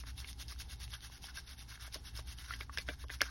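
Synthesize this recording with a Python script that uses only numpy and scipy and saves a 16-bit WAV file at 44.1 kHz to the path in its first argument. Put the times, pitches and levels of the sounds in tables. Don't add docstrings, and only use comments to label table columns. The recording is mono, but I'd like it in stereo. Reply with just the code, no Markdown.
import sys
import numpy as np
from scipy import signal
from scipy.fft import rfft, irfft
from scipy.io import wavfile
from scipy.ndimage import uniform_filter1d

SR = 44100
rng = np.random.default_rng(int(sys.argv[2]) if len(sys.argv) > 2 else 0)


def inscribe(sig):
    pcm = np.round(np.clip(np.atleast_2d(sig).T, -1, 1) * 32767)
    wavfile.write(sys.argv[1], SR, pcm.astype(np.int16))


def linear_from_db(decibels):
    return 10 ** (np.asarray(decibels, float) / 20)


N = 145530

# [t/s, hold/s, speed level/dB, body level/dB]
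STROKES = [(-.02, 0.027, -49.5, 1.5), (0.069, 0.035, -52, 5), (0.18, 0.029, -48, -5),
           (0.212, 0.045, -61, 10), (0.278, 0.031, -47, -6.5), (0.398, 0.027, -47, -1.5),
           (0.491, 0.036, -48, -0.5), (0.6, 0.014, -43, -3.5), (0.7, 0.038, -49.5, -0.5),
           (0.809, 0.04, -48, -2), (0.905, 0.032, -53, -3), (0.934, 0.018, -45, 4),
           (1.026, 0.045, -50.5, 2.5), (1.119, 0.058, -54.5, 2), (1.23, 0.038, -49.5, -1.5),
           (1.291, 0.0082, -54, 11.5), (1.356, 0.039, -48, 2), (1.474, 0.063, -52.5, 2.5),
           (1.584, 0.044, -52, -1), (1.69, 0.067, -52.5, 3.5), (1.808, 0.067, -51.5, 5.5),
           (1.94, 0.015, -43.5, -1), (2.052, 0.04, -50, 2.5), (2.156, 0.04, -48.5, 2),
           (2.277, 0.055, -50.5, 0), (2.384, 0.039, -51, 3.5),
           (2.442, 0.018, -53.5, 6.5),
    (2.485, 0.077, -51.5, 6.5),
    (2.595, 0.037, -54, 5.5),
    (2.734, 0.018, -50.5, 2.5),
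    (2.78, 0.038, -49, -0.5),
    (2.875, 0.065, -54.5, 5),
    (2.996, 0.042, -54.5, 2.5),
    (3.117, 0.035, -47.5, 2.5),
    (3.218, 0.05, -51.5, 10),
    (3.266, 0.049, -61.5, 14.5),
]
# [f/Hz, level/dB]
BRISTLE_COLOUR = [(580, -24), (900, -14.5), (2400, -6), (3600, 2), (5200, -3), (8000, 2), (13500, -12.5),
                  (15500, -6.5)]
# [f/Hz, width/Hz, level/dB]
PAD_MODES = [(846, 470, 0.5), (1550, 350, 22), (2200, 150, -36.5), (3560, 85, -27), (5400, 800, 10)]
# [t/s, peak level/dB, ring f/Hz]
SNAPS = [(0.036, -38, 2000), (.071, -40, 1510), (.246, -33, 2900), (.174, -51, 3390), (.18, -27, 5140),
         (.287, -31.5, 2120), (0.396, -49, 5000), (0.404, -47, 3300), (.412, -49, 3000), (0.487, -34, 4800),
         (0.496, -38, 3420), (0.561, -45, 1500), (0.592, -41, 5460), (0.605, -41, 4950), (.62, -24, 4500),
         (0.677, -57, 5360), (.692, -44, 3820), (.7105, -29, 3060), (0.802, -34, 5150), (0.907, -51, 5200),
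         (.914, -45, 3550), (.948, -34, 1570), (1.007, -30, 4150), (1.033, -43, 4990), (1.074, -42, 3500),
         (1.18, -44, 3000), (1.242, -41, 840), (1.3, -49, 1500), (1.343, -32, 3340), (1.463, -48, 5100),
         (1.48, -29.5, 4100), (1.529, -54, 5180), (1.549, -58, 764), (1.593, -36, 5040), (1.611, -55, 775),
         (1.713, -42, 1160), (1.744, -39.5, 1600), (1.756, -39, 1700), (1.776, -37, 1610),
         (1.817, -44, 4180), (1.878, -48, 740), (1.926, -31, 5160), (1.95, -35.5, 1240), (2.056, -46, 1620),
         (2.149, -36, 5310), (2.166, -38, 3520), (2.44, -52, 3610), (2.783, -49, 2480), (2.607, -32, 1240),
         (2.62, -46, 4500), (1.925, -44, 3000), (2.881, -34, 1810), (2.89, -38, 1700), (3.202, -39, 2400),
         (3.228, -22, 1550), (3.234, -22, 2290)]
# [t/s, peak level/dB, ring f/Hz, ring t60/s, tick level/dB]
SMACKS = [(0.038, -27.5, 1170, 0.0026, -44), (.202, -32.5, 5370, .004, 0), (.245, -30.5, 2190, 0.009, -18),
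          (.33, -35.5, 4530, 0.0034, -1), (0.482, -34.5, 5200, 0.0091, -6),
          (0.521, -44.5, 1190, 0.021, -15), (0.601, -45, 1600, 0.02, 1), (.879, -23, 2540, 0.0013, -25),
          (.938, -32, 3240, 0.011, -15.5), (1.099, -41.5, 1020, 0.0087, -7), (1.241, -34, 3170, 0.011, -7),
          (1.373, -39.5, 1590, 0.072, 7.5), (1.944, -25.5, 5180, 0.0084, -2), (2.174, -29, 5100, 0.013, -5),
          (2.386, -37, 3060, 0.01, -16), (2.5073, -31, 1358, 0.031, -25), (2.5364, -27.5, 1870, 0.012, -29),
          (2.538, -35, 3190, 0.02, -20), (2.525, -39, 1920, 0.024, -32), (2.605, -36, 1500, 0.0073, -5),
          (2.695, -36.5, 1140, 0.027, -50), (2.785, -40.5, 510, 0.034, -20),
          (3.084, -35.5, 3060, 0.0033, -9)]
# [t/s, peak level/dB, ring f/Hz, tick level/dB, thump level/dB]
KNOCKS = [(1.957, -38.5, 1120, -40, -8.5), (2.191, -38, 970, -20, -14.5), (2.609, -30.5, 2200, -3, -19),
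          (2.774, -22.5, 1760, -3.5, -33.5), (2.7846, -24, 2460, 4.5, -42), (2.887, -25, 1600, -25, -12),
          (2.888, -24, 1860, -13, -20.5), (2.894, -32.5, 2920, -26, -13.5), (3.04, -42.5, 1090, -15, -10),
          (3.096, -37, 1550, -11, -37), (3.101, -30.5, 1840, -31, -23.5), (3.207, -23.5, 2220, -31, -32),
          (3.2128, -21.5, 3090, -11, -19), (3.2167, -16, 1526, 1, -24.5)]
# [f/Hz, level/dB, t60/s]
CUP_MODES = [(1245, -19, 0.014), (1573, -15, 0.064), (1700, -12.5, 0.032), (2067, -18.5, 0.077),
             (2382, -16, 0.087), (3324, 2, 0.0077)]
# [f/Hz, phase/rad]
LEAD = [(300, 0), (600, -1.0), (2500, 1.0), (3200, .1), (4300, 1.0), (4950, -.5), (6500, 0)]
# [f/Hz, level/dB]
SHADE = [(1900, 0), (2700, 1.5), (3300, -2), (4500, -7), (5200, 0)]
# [f/Hz, likeness/0..1]
SAME = [(400, .99), (600, .88), (900, .96), (1800, .995), (2600, .82), (3500, .93), (4500, .72),
        (5500, .96), (7000, .96)]
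# [t/s, level/dB]
DRONE_LEVEL = [(0.0, -45), (0.3, -49.5), (0.6, -47), (0.92, -48), (1.2, -56), (1.6, -52.5), (2.05, -51),
               (2.15, -44), (2.25, -49), (2.8, -47.5), (3.3, -47)]
# [f/Hz, width/Hz, level/dB]
DRONE_BANDS = [(30.7, 5.3, -17), (67, 14.5, -5.5), (111.7, 15, -11.5), (270, 36, -26)]
# [f/Hz, level/dB]
AIR_COLOUR = [(130, -17.5), (330, -29.5), (420, -32), (600, -41.5), (800, -29), (1100, -39), (2700, -47),
              (6000, -43)]
# [f/Hz, likeness/0..1]
AIR_SAME = [(100, .99), (600, .3), (1500, .9), (3500, .3)]

RISE_S, FALL_S, FALL_DB = 0.018, 0.018, -15
CREST_DB, CREST_AT = -3, 0.53
TAIL_DB, TAIL_DB_PER_S, REST_DB = -14.5, 140, -73
FLICKS_PER_S, FLICK_SPREAD_DB = 9000, 1.5
RIDGES_PER_S, RIDGE_DB = 530, 2.5
SMEAR = 0.79
BRISTLE_EDGE_HZ, PAD_DB, PATCHY_DB = 15950, -9.5, 2.1
SWELL_S, ROUGH = .0005, .35
TICK_S, TICK_HZ, TICK_GRIT, GRIT_FROM_HZ = .00045, 5200, .9, 1800
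SNAP_CYCLES, SNAP_TICK_DB = 9, -8
GLIDE = 0.019
KNOCK_T60_S, CUP_DETUNE = .012, .04
THUMP_HZ, THUMP_T60_S, THUMP_ROUGH_DB = 272, 0.06, -3
THUMP_DROP, THUMP_DROP_S = 2, .002
SLIP_FROM_HZ, HALF_TURN_HZ, DWELL = 4450, 3300, .36
SINK_T60_S, SINK_EDGE_HZ = .035, 9000
HUM_HZ, HUM_DB = 58.2, -3
AIR_DB, AIR_PATCHY_DB, AIR_EDGE_HZ = -61, 2, 7000
EDGE_HZ = 15950
BLOCK_START = 709
JOINT_DB, JOINT_WOBBLE_DB, JOINT_LOUD_DB = 10, 7, 11


def brush():
    speed, body = stroke_power()
    drive = bristle_drive()
    hiss = evened(shaped(drive, lambda hz: linear_from_db(read(BRISTLE_COLOUR, hz)) * (hz < BRISTLE_EDGE_HZ)))
    pad = np.zeros(N)
    for k, (hz, width, db) in enumerate(PAD_MODES):
        mode = resonate(resonate(drive, hz, 2 * width), hz, 2 * width)
        pad += (-1) ** k * linear_from_db(db) * mode
    return patchy(np.sqrt(speed) * hiss + linear_from_db(PAD_DB) * np.sqrt(body) * evened(pad), PATCHY_DB)


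def stroke_power():
    t = np.arange(N) / SR
    speed = np.full(N, linear_from_db(REST_DB) ** 2)
    body = speed.copy()
    for start, hold, db, body_db in STROKES:
        end = start + hold
        edge = np.maximum((start - t) / RISE_S, 0) + np.maximum((t - end) / FALL_S, 0)
        off_crest = np.abs(np.clip((t - start) / hold, 0, 1) - CREST_AT)
        arch = linear_from_db(db + FALL_DB * edge + CREST_DB * off_crest)
        tail = (t > start) * linear_from_db(db + TAIL_DB - TAIL_DB_PER_S * np.abs(t - end))
        power = arch ** 2 + tail ** 2
        speed += power
        body += power * linear_from_db(body_db) ** 2
    return speed, body


def bristle_drive():
    ridges = linear_from_db(RIDGE_DB * evened(resonate(rng.standard_normal(N), RIDGES_PER_S / 2, RIDGES_PER_S)))
    strength = linear_from_db(FLICK_SPREAD_DB * np.minimum(rng.exponential(1, N), 5))
    flicks = (rng.random(N) < FLICKS_PER_S / SR) * strength * rng.choice([-1., 1.], N)
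    return evened(ridges * (evened(flicks) + SMEAR * rng.standard_normal(N)))


def patchy(x, depth_db):
    z = signal.stft(x, nperseg=256, noverlap=192)[2]
    field = uniform_filter1d(rng.standard_normal(z.shape), size=4, axis=0)
    field = evened(uniform_filter1d(field, size=10, axis=1))
    return signal.istft(z * linear_from_db(depth_db * field), nperseg=256, noverlap=192)[1][:N]


def snaps():
    t, out = np.arange(2000) / SR, np.zeros(N)
    for s, db, hz in SNAPS:
        t60 = SNAP_CYCLES / hz
        tick_gain = linear_from_db(SNAP_TICK_DB) * np.clip(hz / TICK_HZ, 0, 1) ** 2
        snap = ring(t, hz, t60) + ROUGH * scuff(t, hz, t60) + tick_gain * tick(t)
        add(out, s, linear_from_db(db) * snap)
    return out


def smacks():
    t, out = np.arange(2000) / SR, np.zeros(N)
    for s, db, hz, t60, tick_db in SMACKS:
        film = ring(t, hz * (1 + GLIDE * t / t60), t60)
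        film = film + .5 * ring(t, 1.48 * hz, t60 / 2) + ROUGH * scuff(t, hz, t60)
        add(out, s, linear_from_db(db) * (film + linear_from_db(tick_db) * tick(t)))
    return out


def knocks():
    t, out = np.arange(5000) / SR, np.zeros(N)
    sag = t + THUMP_DROP * THUMP_DROP_S * (1 - np.exp(-t / THUMP_DROP_S))
    for s, db, hz, tick_db, thump_db in KNOCKS:
        knock = ring(t, hz, KNOCK_T60_S) + ROUGH * scuff(t, hz, KNOCK_T60_S)
        grip = 1 + CUP_DETUNE * rng.uniform(-0.75, 1, len(CUP_MODES))
        for (mode_hz, mode_db, t60), bend in zip(CUP_MODES, grip):
            far_db = 7.9 * abs(np.log2(mode_hz / hz))
            knock += linear_from_db(mode_db - far_db) * ring(t, mode_hz * bend, t60)
        thud = np.sin(2 * np.pi * THUMP_HZ * sag) * linear_from_db(-60 * t / THUMP_T60_S)
        thud = thud + linear_from_db(THUMP_ROUGH_DB) * scuff(t, 2 * THUMP_HZ, THUMP_T60_S)
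        add(out, s, linear_from_db(db) * (knock + linear_from_db(tick_db) * tick(t) + linear_from_db(thump_db) * thud))
    return out


def ring(t, hz, t60):
    return np.sin(2 * np.pi * hz * t) * linear_from_db(-60 * t / t60) * (1 - np.exp(-t / SWELL_S))


def scuff(t, hz, t60):
    band = resonate(resonate(rng.standard_normal(len(t)), hz, hz / 2), hz, hz)
    return evened(band) * linear_from_db(-60 * t / t60) * (1 - np.exp(-t / SWELL_S))


def tick(t):
    grit = uniform_filter1d(rng.standard_normal(len(t)), size=3)
    crack = (np.cos(2 * np.pi * TICK_HZ * t) + TICK_GRIT * grit) * np.exp(-t / TICK_S)
    return signal.lfilter(*signal.butter(1, GRIT_FROM_HZ, "high", fs=SR), crack)


def ports(x):
    side = np.array([[1], [-1]])

    def lead(hz):
        slip = np.pi * np.maximum(hz - SLIP_FROM_HZ, 0) / HALF_TURN_HZ
        return read(LEAD, hz) + slip - DWELL * np.sin(2 * slip)

    def direct_gain(hz):
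        shade = linear_from_db(side * read(SHADE, hz) / 2)
        return np.sqrt(read(SAME, hz)) * shade * np.exp(.5j * side * lead(hz))

    return shaped(x, direct_gain) + shaped(sink(x), lambda hz: np.sqrt(1 - read(SAME, hz)))


def sink(x):
    taps = np.zeros((2, 8000))
    at = np.arange(60, 7980, 20) + rng.integers(0, 20, (2, 396))
    np.put_along_axis(taps, at, rng.choice([-1., 1.], at.shape), 1)
    taps = taps * linear_from_db(-60 * np.arange(8000) / SR / SINK_T60_S)
    taps = signal.lfilter(*signal.butter(1, SINK_EDGE_HZ, fs=SR), taps)
    return signal.fftconvolve(x[None], taps / np.linalg.norm(taps[0]), axes=1)[:, :N]


def kitchen():
    t = np.arange(N) / SR
    rumble = rng.standard_normal(N)
    drone = linear_from_db(HUM_DB) * np.sqrt(2) * np.sin(2 * np.pi * HUM_HZ * t)
    for hz, width, db in DRONE_BANDS:
        drone += linear_from_db(db) * evened(resonate(resonate(rumble, hz, width), hz, width))
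    return linear_from_db(np.interp(t, *np.transpose(DRONE_LEVEL))) * drone + room_air()


def room_air():
    def same(hz):
        return np.clip(read(AIR_SAME, hz), 0, 1)

    def colour(hz):
        return linear_from_db(read(AIR_COLOUR, hz)) / (1 + (hz / AIR_EDGE_HZ) ** 4)

    left = shaped(rng.standard_normal(N), colour)
    own = shaped(rng.standard_normal(N), lambda hz: colour(hz) * np.sqrt(1 - same(hz) ** 2))
    right = shaped(left, same) + own
    drift = linear_from_db(AIR_PATCHY_DB * evened(resonate(rng.standard_normal(N), 2, 6)))
    return linear_from_db(AIR_DB) * drift * evened(np.array([left, right]))


def evened(x):
    return x / np.sqrt(np.mean(x ** 2) + 1e-20)


def read(points, hz):
    f, value = np.transpose(points)
    return np.interp(np.log(hz + 1), np.log(f + 1), value)


def shaped(x, gain):
    return irfft(rfft(x) * gain(np.fft.rfftfreq(x.shape[-1], 1 / SR)), x.shape[-1])


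def resonate(x, hz, width):
    r = np.exp(-np.pi * width / SR)
    return 2 * signal.lfilter([1 - r], [1, -r * np.exp(2j * np.pi * hz / SR)], x).real


def add(mix, s, sound):
    part = mix[round(s * SR):][:len(sound)]
    part += sound[:len(part)]


def scene():
    return ports(brush() + snaps() + smacks() + knocks()) + kitchen()


def joint(x):
    lead_in = 1024 - BLOCK_START
    pair = np.pad(np.array([x[0] + x[1], x[0] - x[1]]) / 2, ((0, 0), (lead_in, 0)))
    window = signal.windows.kaiser_bessel_derived(2048, 4 * np.pi)
    z = signal.stft(pair, window=window, nperseg=2048, noverlap=1024)[2]
    band = np.minimum(np.arange(1025) // 32, 31)
    power = np.add.reduceat(abs(z) ** 2, np.arange(0, 1024, 32), axis=1) + 1e-20
    wobble = JOINT_WOBBLE_DB * rng.standard_normal(power.shape[::2])[:, None]
    near = 10 * np.log10(power[::-1] / power) + wobble < JOINT_DB
    outer = abs(np.arange(32)[:, None] - 12.5) > 11
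    loud = power[:, 2:].sum((0, 1))
    knocked = loud > linear_from_db(2 * JOINT_LOUD_DB) * np.median(loud)
    keep = near | outer | knocked
    y = signal.istft(z * keep[:, band], window=window, nperseg=2048, noverlap=1024)[1]
    m, s = y[:, lead_in:][:, :N]
    return np.array([m + s, m - s])


def top_cut(x):
    return signal.sosfilt(signal.butter(12, 16650, fs=SR, output="sos"), x)


def record(dry):
    low_pass = signal.firwin(511, EDGE_HZ, window=("kaiser", 9), fs=SR)
    mix = joint(signal.oaconvolve(dry, low_pass[None], "same"))
    return top_cut(mix)


dry = scene()
out = record(dry)
inscribe(out)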